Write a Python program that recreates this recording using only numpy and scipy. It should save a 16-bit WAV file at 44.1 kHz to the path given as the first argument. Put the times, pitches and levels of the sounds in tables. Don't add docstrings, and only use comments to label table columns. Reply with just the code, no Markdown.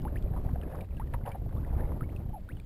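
import sys
import numpy as np
from scipy import signal
from scipy.io import wavfile
from scipy.ndimage import uniform_filter1d

SR = 44100
rng = np.random.default_rng(int(sys.argv[2]) if len(sys.argv) > 2 else 0)


def inscribe(sig):
    pcm = np.round(np.clip(np.atleast_2d(sig).T, -1, 1) * 32767)
    wavfile.write(sys.argv[1], SR, pcm.astype(np.int16))


def gain_from_db(level_db):
    decades = np.asarray(level_db, float) / 20
    return 10 ** decades


N = 116865
HOLD_HZ = 12000

# t/s, rumble level/dB, roar level/dB
GUSTS = [(0, -34, -50), (.54, -31, -50.5), (.71, -39, -47.5), (.82, -31.5, -48.5), (.87, -43, -65),
         (.92, -33, -56), (1.3, -38.5, -55), (1.36, -40.5, -56.5), (1.47, -31.5, -58), (1.52, -39.5, -54),
         (1.56, -30.5, -52.5), (1.68, -35.5, -49.5), (1.81, -29.5, -45.5), (2.07, -36.5, -52.5),
         (2.27, -35, -56), (2.481, -42.5, -64), (2.52, -34, -56.5), (2.65, -43.5, -64)]
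# f/Hz, density/dB
RUMBLE_SPECTRUM = [(8.8, -31), (15, 0.5), (38, 2), (79, 0.5), (400, -25), (520, -36), (880, -120)]
# f/Hz, density/dB
ROAR_SPECTRUM = [(100, 4), (250, 5), (550, 1.5), (900, -9.5), (1500, -22), (2500, -31.5), (4000, -40),
                 (6000, -52.5)]
# t/s of the peak, peak level/dB
BUFFETS = [(0.039, -31.5), (0.163, -28), (0.316, -20.5), (0.464, -24), (0.538, -20.5), (1.145, -29),
           (1.293, -28), (1.467, -25.5), (1.552, -27.5), (1.605, -24), (1.753, -24), (1.805, -28.5),
           (1.846, -20), (1.905, -29), (2.19, -24.5), (2.257, -27), (2.291, -25.5), (2.533, -28)]
# t/s, level/dB, length/s, brightness/dB, ring f/Hz
SLAPS = [(0.336, -44.5, 0.018, -15, 750), (0.362, -45.5, 0.021, -29, 980), (0.444, -48.5, 0.039, -37, 730),
         (0.488, -47, 0.013, -10, 850), (0.557, -40.5, 0.0073, -16.5, 697),
         (0.701, -52.5, 0.12, -11.5, 544), (0.786, -43.5, 0.0095, -15, 810), (1.124, -45, 0.01, -31, 620),
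         (1.139, -36, 0.016, -12.5, 944), (1.252, -42.5, 0.071, -21, 800), (1.263, -39.5, .012, -16.5, 910),
         (1.297, -46, .02, -12.5, 600), (1.274, -32, 0.014, -30, 733), (1.315, -54, 0.027, -3.5, 800),
         (1.345, -40.5, 0.022, -31, 730), (1.46, -46.5, 0.0079, -26, 686), (1.49, -51.5, 0.011, -16, 890),
         (1.525, -44, 0.0095, -22, 785), (1.661, -47, 0.014, -23, 760), (1.726, -45, 0.017, -35, 756),
         (1.774, -48, 0.12, -18, 800), (1.89, -44, 0.0044, -26, 766), (1.918, -38.5, 0.0068, -33, 850),
         (1.963, -48, 0.018, -34, 705), (2.192, -50, 0.026, -34, 770), (2.569, -53, 0.0056, -11, 864),
         (0.688, -59, 0.014, -23, 620), (0.746, -46, 0.017, -25, 1080), (.815, -51, 0.028, -13, 605),
         (1.701, -48, 0.011, -15, 686), (2.129, -62, 0.01, -22, 700), (2.158, -54.5, 0.0068, -22, 696),
         (2.261, -53, 0.007, -31, 740), (2.289, -53, .022, -18, 696), (2.510, -57, 0.0058, -14, 910)]
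# t/s, level/dB, first
# f/Hz, last f/Hz, length/s
BUBBLES = [(0.0515, -30.5, 795, 2000, 0.037), (0.158, -38, 1620, 3500, 0.022),
           (0.274, -58, 2300, 2300, 0.012), (0.614, -46.5, 2960, 2420, 0.0096),
           (0.632, -46.5, 1660, 1620, 0.016), (0.808, -40.5, 2310, 2230, 0.0083),
           (0.969, -49, 2730, 2500, 0.012), (0.976, -55, 1600, 1640, 0.045), (.998, -33, 810, 1420, 0.033),
           (1.001, -51, 1740, 2170, 0.021), (1.016, -50, 1300, 1900, 0.021),
           (1.074, -51.5, 1850, 1680, 0.012), (1.317, -43.5, 2174, 2440, 0.018),
           (1.509, -52, 1470, 1450, .01), (1.565, -44.5, 1052, 1724, 0.04), (1.636, -50, 1435, 1890, 0.02),
           (1.807, -39, 1750, 1770, 0.008), (1.956, -59, 1430, 1700, 0.013),
           (2.009, -35.5, 1245, 2240, 0.027), (2.091, -49, 1794, 3400, 0.015),
           (2.163, -43, 2580, 2450, 0.011), (2.039, -50, 2115, 2320, 0.021),
           (2.489, -42.5, 1320, 3320, 0.042), (2.526, -56, 3040, 3300, .009), (.698, -50, 564, 540, 0.016),
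           (.722, -41, 550, 580, 0.016), (.745, -51, 566, 550, 0.016), (1.165, -47, 914, 900, .019),
           (2.569, -53, 2930, 2876, 0.015)]
BENDS = [1.9, 1.36, 2.1, 1.08, 1.1, 1.53, 1.4, 2.6]
# t/s, level/dB, f/Hz
TICKS = [(.006, -61, 3030), (.020, -56, 5000), (.020, -65, 3650), (.019, -59, 2960), (.169, -60.5, 4750),
         (.185, -60, 5000), (0.19, -62, 2850), (.225, -53, 3330), (.635, -52.5, 2500), (.723, -66, 2820),
         (.725, -51, 1690), (.814, -54, 2850), (.846, -62, 2650), (.918, -59, 2300), (.948, -62, 2600),
         (1.213, -55, 1460), (1.648, -50.5, 1930), (1.752, -58, 2300), (1.796, -47, 1600),
         (2.221, -64, 1434), (.757, -58, 5100), (.812, -54, 3720), (.908, -59.5, 2520), (1.241, -55, 2090),
         (1.261, -47.5, 2880), (1.262, -62, 4830), (1.292, -53.5, 4860), (1.319, -51, 3050),
         (1.493, -65, 2000), (1.572, -58, 3530), (1.694, -61, 2500), (1.854, -55, 2130), (1.891, -55, 2090),
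         (2.297, -65, 3100), (2.491, -57.5, 3700), (2.599, -50.5, 2400), (2.6, -55.5, 3700)]
# t/s, level/dB, centre f/Hz
CLICKS = [(.001, -52, 3000), (.050, -48, 3180), (.225, -48, 2200), (.227, -49, 4600), (.338, -58, 1680),
          (.365, -50, 1800), (.376, -54, 2600), (.560, -55, 1600), (.614, -42, 1490), (.889, -50, 1500),
          (.930, -50, 1490), (1.138, -31, 1790), (1.139, -58, 3630), (1.495, -61, 1800), (1.735, -56, 1600),
          (1.807, -51, 3000), (1.845, -56, 2200), (1.935, -50, 2200), (2.157, -64, 1400)]
# level/dB, first f/Hz, top f/Hz, last f/Hz, length/s
GURGLE = (-40.5, 823, 872, 533, 0.0752)
# f/Hz, density/dB
HISS_SPECTRUM = [(290, -61), (500, -11), (1910, -9.5), (3240, -13), (4600, -16.5), (5900, -21.5),
                 (7670, -62), (13000, -120)]


def evened(x):
    return x / np.sqrt(np.mean(x ** 2) + 1e-20)


def read(points, hz):
    f, value = np.transpose(points)
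    return np.interp(np.log(hz + 1), np.log(f + 1), value)


def add(mix, s, sound):
    part = mix[round(s * SR):][:len(sound)]
    part += sound[:len(part)]


def resonate(x, hz, width):
    turn = np.exp(2j * np.pi * hz * np.arange(len(x)) / SR)
    r = np.exp(-np.pi * width / SR)
    return 2 * (turn * signal.lfilter([1 - r], [1, -r], x / turn)).real


def noise(spectrum, size, patchy_db, flicker_db):
    frames, hz = 4 * N // size + 8, np.fft.rfftfreq(size, 1 / SR)
    a, b, patches = rng.standard_normal((frames, len(hz), 3)).T
    patches = uniform_filter1d(patches, size=6, axis=0)
    patches = evened(uniform_filter1d(patches, size=8, axis=1))
    flicker = evened(uniform_filter1d(rng.standard_normal(frames), size=3))
    gain = gain_from_db(read(spectrum, hz)[:, None] + patchy_db * patches + flicker_db * flicker)
    gain = gain * (hz <= HOLD_HZ / 2)[:, None]
    x = signal.istft((a + 1j * b) * gain, nperseg=size, noverlap=3 * size // 4)[1]
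    return evened(x[:N])


def wind():
    s, rumble_db, roar_db = np.transpose(GUSTS)
    t = np.arange(N) / SR
    rumble = noise(RUMBLE_SPECTRUM + [(600, -65.5)], size=4096, patchy_db=2.0, flicker_db=0.6)
    rumble = evened(rumble + 0.12 * (rumble ** 2 - 1))
    lumps = evened(uniform_filter1d(rumble, size=200))
    roar = noise(ROAR_SPECTRUM, size=512, patchy_db=3.5, flicker_db=1.0)
    roar = evened(roar * gain_from_db(1.2 * np.clip(lumps, -2.5, 2.5)))
    rumble_gain = gain_from_db(np.interp(t, s, rumble_db) + 0.27)
    roar_gain = gain_from_db(np.interp(t, s, roar_db) + 2.0)
    return rumble_gain * rumble + roar_gain * (roar + gain_from_db(-7.5) * crackle())


def buffet(db):
    half_width_s = 0.0025
    u = np.arange(-.02, .02, 1 / SR) / half_width_s
    return gain_from_db(db) * (1 - u ** 2) * np.exp(-u ** 2 / 2)


def crackle(count=10):
    per_s, low_hz, top_hz, relative_width = 1000, 498, 2000, 0.43
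    sizes = gain_from_db(2.2 * np.minimum(rng.exponential(1, N), 4))
    clicks = (rng.random(N) < per_s / SR) * rng.standard_normal(N) * sizes
    pocket = rng.integers(0, count, N)
    mix = np.zeros(N)
    for k, hz in enumerate(np.geomspace(low_hz, top_hz, count)):
        ring = clicks * (pocket == k)
        for _ in range(3):
            ring = resonate(ring, hz, relative_width * hz)
        mix += evened(ring) * hz ** -1.7
    return evened(mix)


def slap(db, length, bright_db, ring_hz, push):
    hull_hz, hull_width_hz = 564.4, 71
    splash_hz, splash_width_hz = 1600, 850
    t = np.arange(len(push)) / SR
    shape = np.minimum(t / 0.0026, 1) * gain_from_db(-10.5 * (t / length) ** 2)
    width = 0.25 * ring_hz
    body = evened(resonate(resonate(push, ring_hz, width), ring_hz, 2 * width))
    hull = evened(resonate(resonate(push, hull_hz, hull_width_hz), hull_hz, 2 * hull_width_hz))
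    splash = resonate(resonate(push, splash_hz, splash_width_hz), splash_hz, splash_width_hz)
    splash = evened(resonate(splash, splash_hz, 2 * splash_width_hz))
    thud = np.exp(-t / 0.005) * np.sin(2 * np.pi * ring_hz * t)
    smack = gain_from_db(bright_db + 12.5) * np.exp(-t / 0.0016) * np.sin(2 * np.pi * splash_hz * t)
    knock = np.minimum(t / 0.0013, 1) * (thud + smack)
    wash = shape * (body + gain_from_db(-4.5) * hull + gain_from_db(bright_db) * shape ** .5 * splash)
    return gain_from_db(db - 1.5) * (wash + gain_from_db(4.5) * knock)


def bubble(db, first_hz, last_hz, length, bend):
    t = np.arange(0, length, 1 / SR)
    u = t / length
    hz = first_hz * (last_hz / first_hz) ** (u ** bend)
    hz = hz * (1 + 0.06 * np.exp(-t / 0.0041))
    rise = np.sin(np.pi / 2 * np.minimum(t / 0.00037, 1)) ** 2
    shape = rise * gain_from_db(-19.5 * u ** 0.64) * np.minimum(6.6 * (1 - u), 1)
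    shape = shape * gain_from_db(1.2 * np.sin(2 * np.pi * 71 * t * (1 + u) + first_hz))
    closure = np.minimum(t / .0004, 1) ** 2 * np.exp(-t / .0007) * np.sin(2 * np.pi * 2.2 * first_hz * t)
    return gain_from_db(db) * (shape * np.sin(2 * np.pi * np.cumsum(hz) / SR) + gain_from_db(-10.5) * closure)


def droplet(db, hz, cycles):
    turns = np.arange(0, 3 * cycles, hz / SR)
    shape = np.minimum(turns / 0.35, 1) * np.exp(-2.5 * turns / cycles)
    return gain_from_db(db + 3.5) * shape * np.sin(2 * np.pi * turns)


def gurgle(db, first_hz, top_hz, last_hz, length):
    u = np.arange(0, 1, 1 / (length * SR))
    hz = np.interp(u, [0, .2, 1], [first_hz, top_hz, last_hz])
    hz = hz * (1 + .05 * np.sin(2 * np.pi * 4.3 * u))
    pulses = 1 + .35 * np.cos(2 * np.pi * (u - .2) / .26)
    shape = np.sin(np.pi * u ** .5) ** 1.1 * pulses * gain_from_db(-2 * u)
    return gain_from_db(db) * shape * np.sin(2 * np.pi * np.cumsum(hz) / SR)


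def spray(mix):
    per_s = 70
    for when, pitch, size, ring in rng.random((round(per_s * N / SR), 4)):
        db = -76.5 - 3.8 * np.log(size + 0.011)
        add(mix, when * N / SR, droplet(db, 900 * 5 ** pitch, 3 + 10 * ring))


def water():
    mix = np.zeros(N)
    grains = (len(SLAPS), 6000)
    pushes = rng.standard_normal(grains) * (1.5 + rng.exponential(1, grains))
    for (s, *row), push in zip(SLAPS, pushes):
        add(mix, s, slap(*row, push))
    bends = iter(BENDS)
    long_s = sorted(row[-1] for row in BUBBLES)[-len(BENDS)]
    for s, *row in BUBBLES:
        bend = next(bends, 1) if row[-1] >= long_s else 1
        add(mix, s, bubble(*row, bend))
    for s, db, hz in TICKS:
        add(mix, s, droplet(db, hz, cycles=13.1))
    for s, db, hz in CLICKS:
        add(mix, s, droplet(db, hz, cycles=1.8))
    spray(mix)
    add(mix, 2.331, gurgle(*GURGLE))
    return mix


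def hiss():
    return gain_from_db(-71.5) * noise(HISS_SPECTRUM, size=1024, patchy_db=-1.6, flicker_db=1.77)


def scene():
    mix = wind() + water() + hiss()
    for s, db in BUFFETS:
        add(mix, s - .02, buffet(db))
    return mix[None]


def top_cut(x):
    return signal.sosfilt(signal.butter(12, 15740, fs=SR, output="sos"), x)


def record(dry):
    slow = signal.resample(dry, round(N * HOLD_HZ / SR), axis=1)
    held = signal.resample(np.repeat(slow, 16, axis=1), N, axis=1)
    return top_cut(held)


dry = scene()
out = record(dry)
inscribe(out)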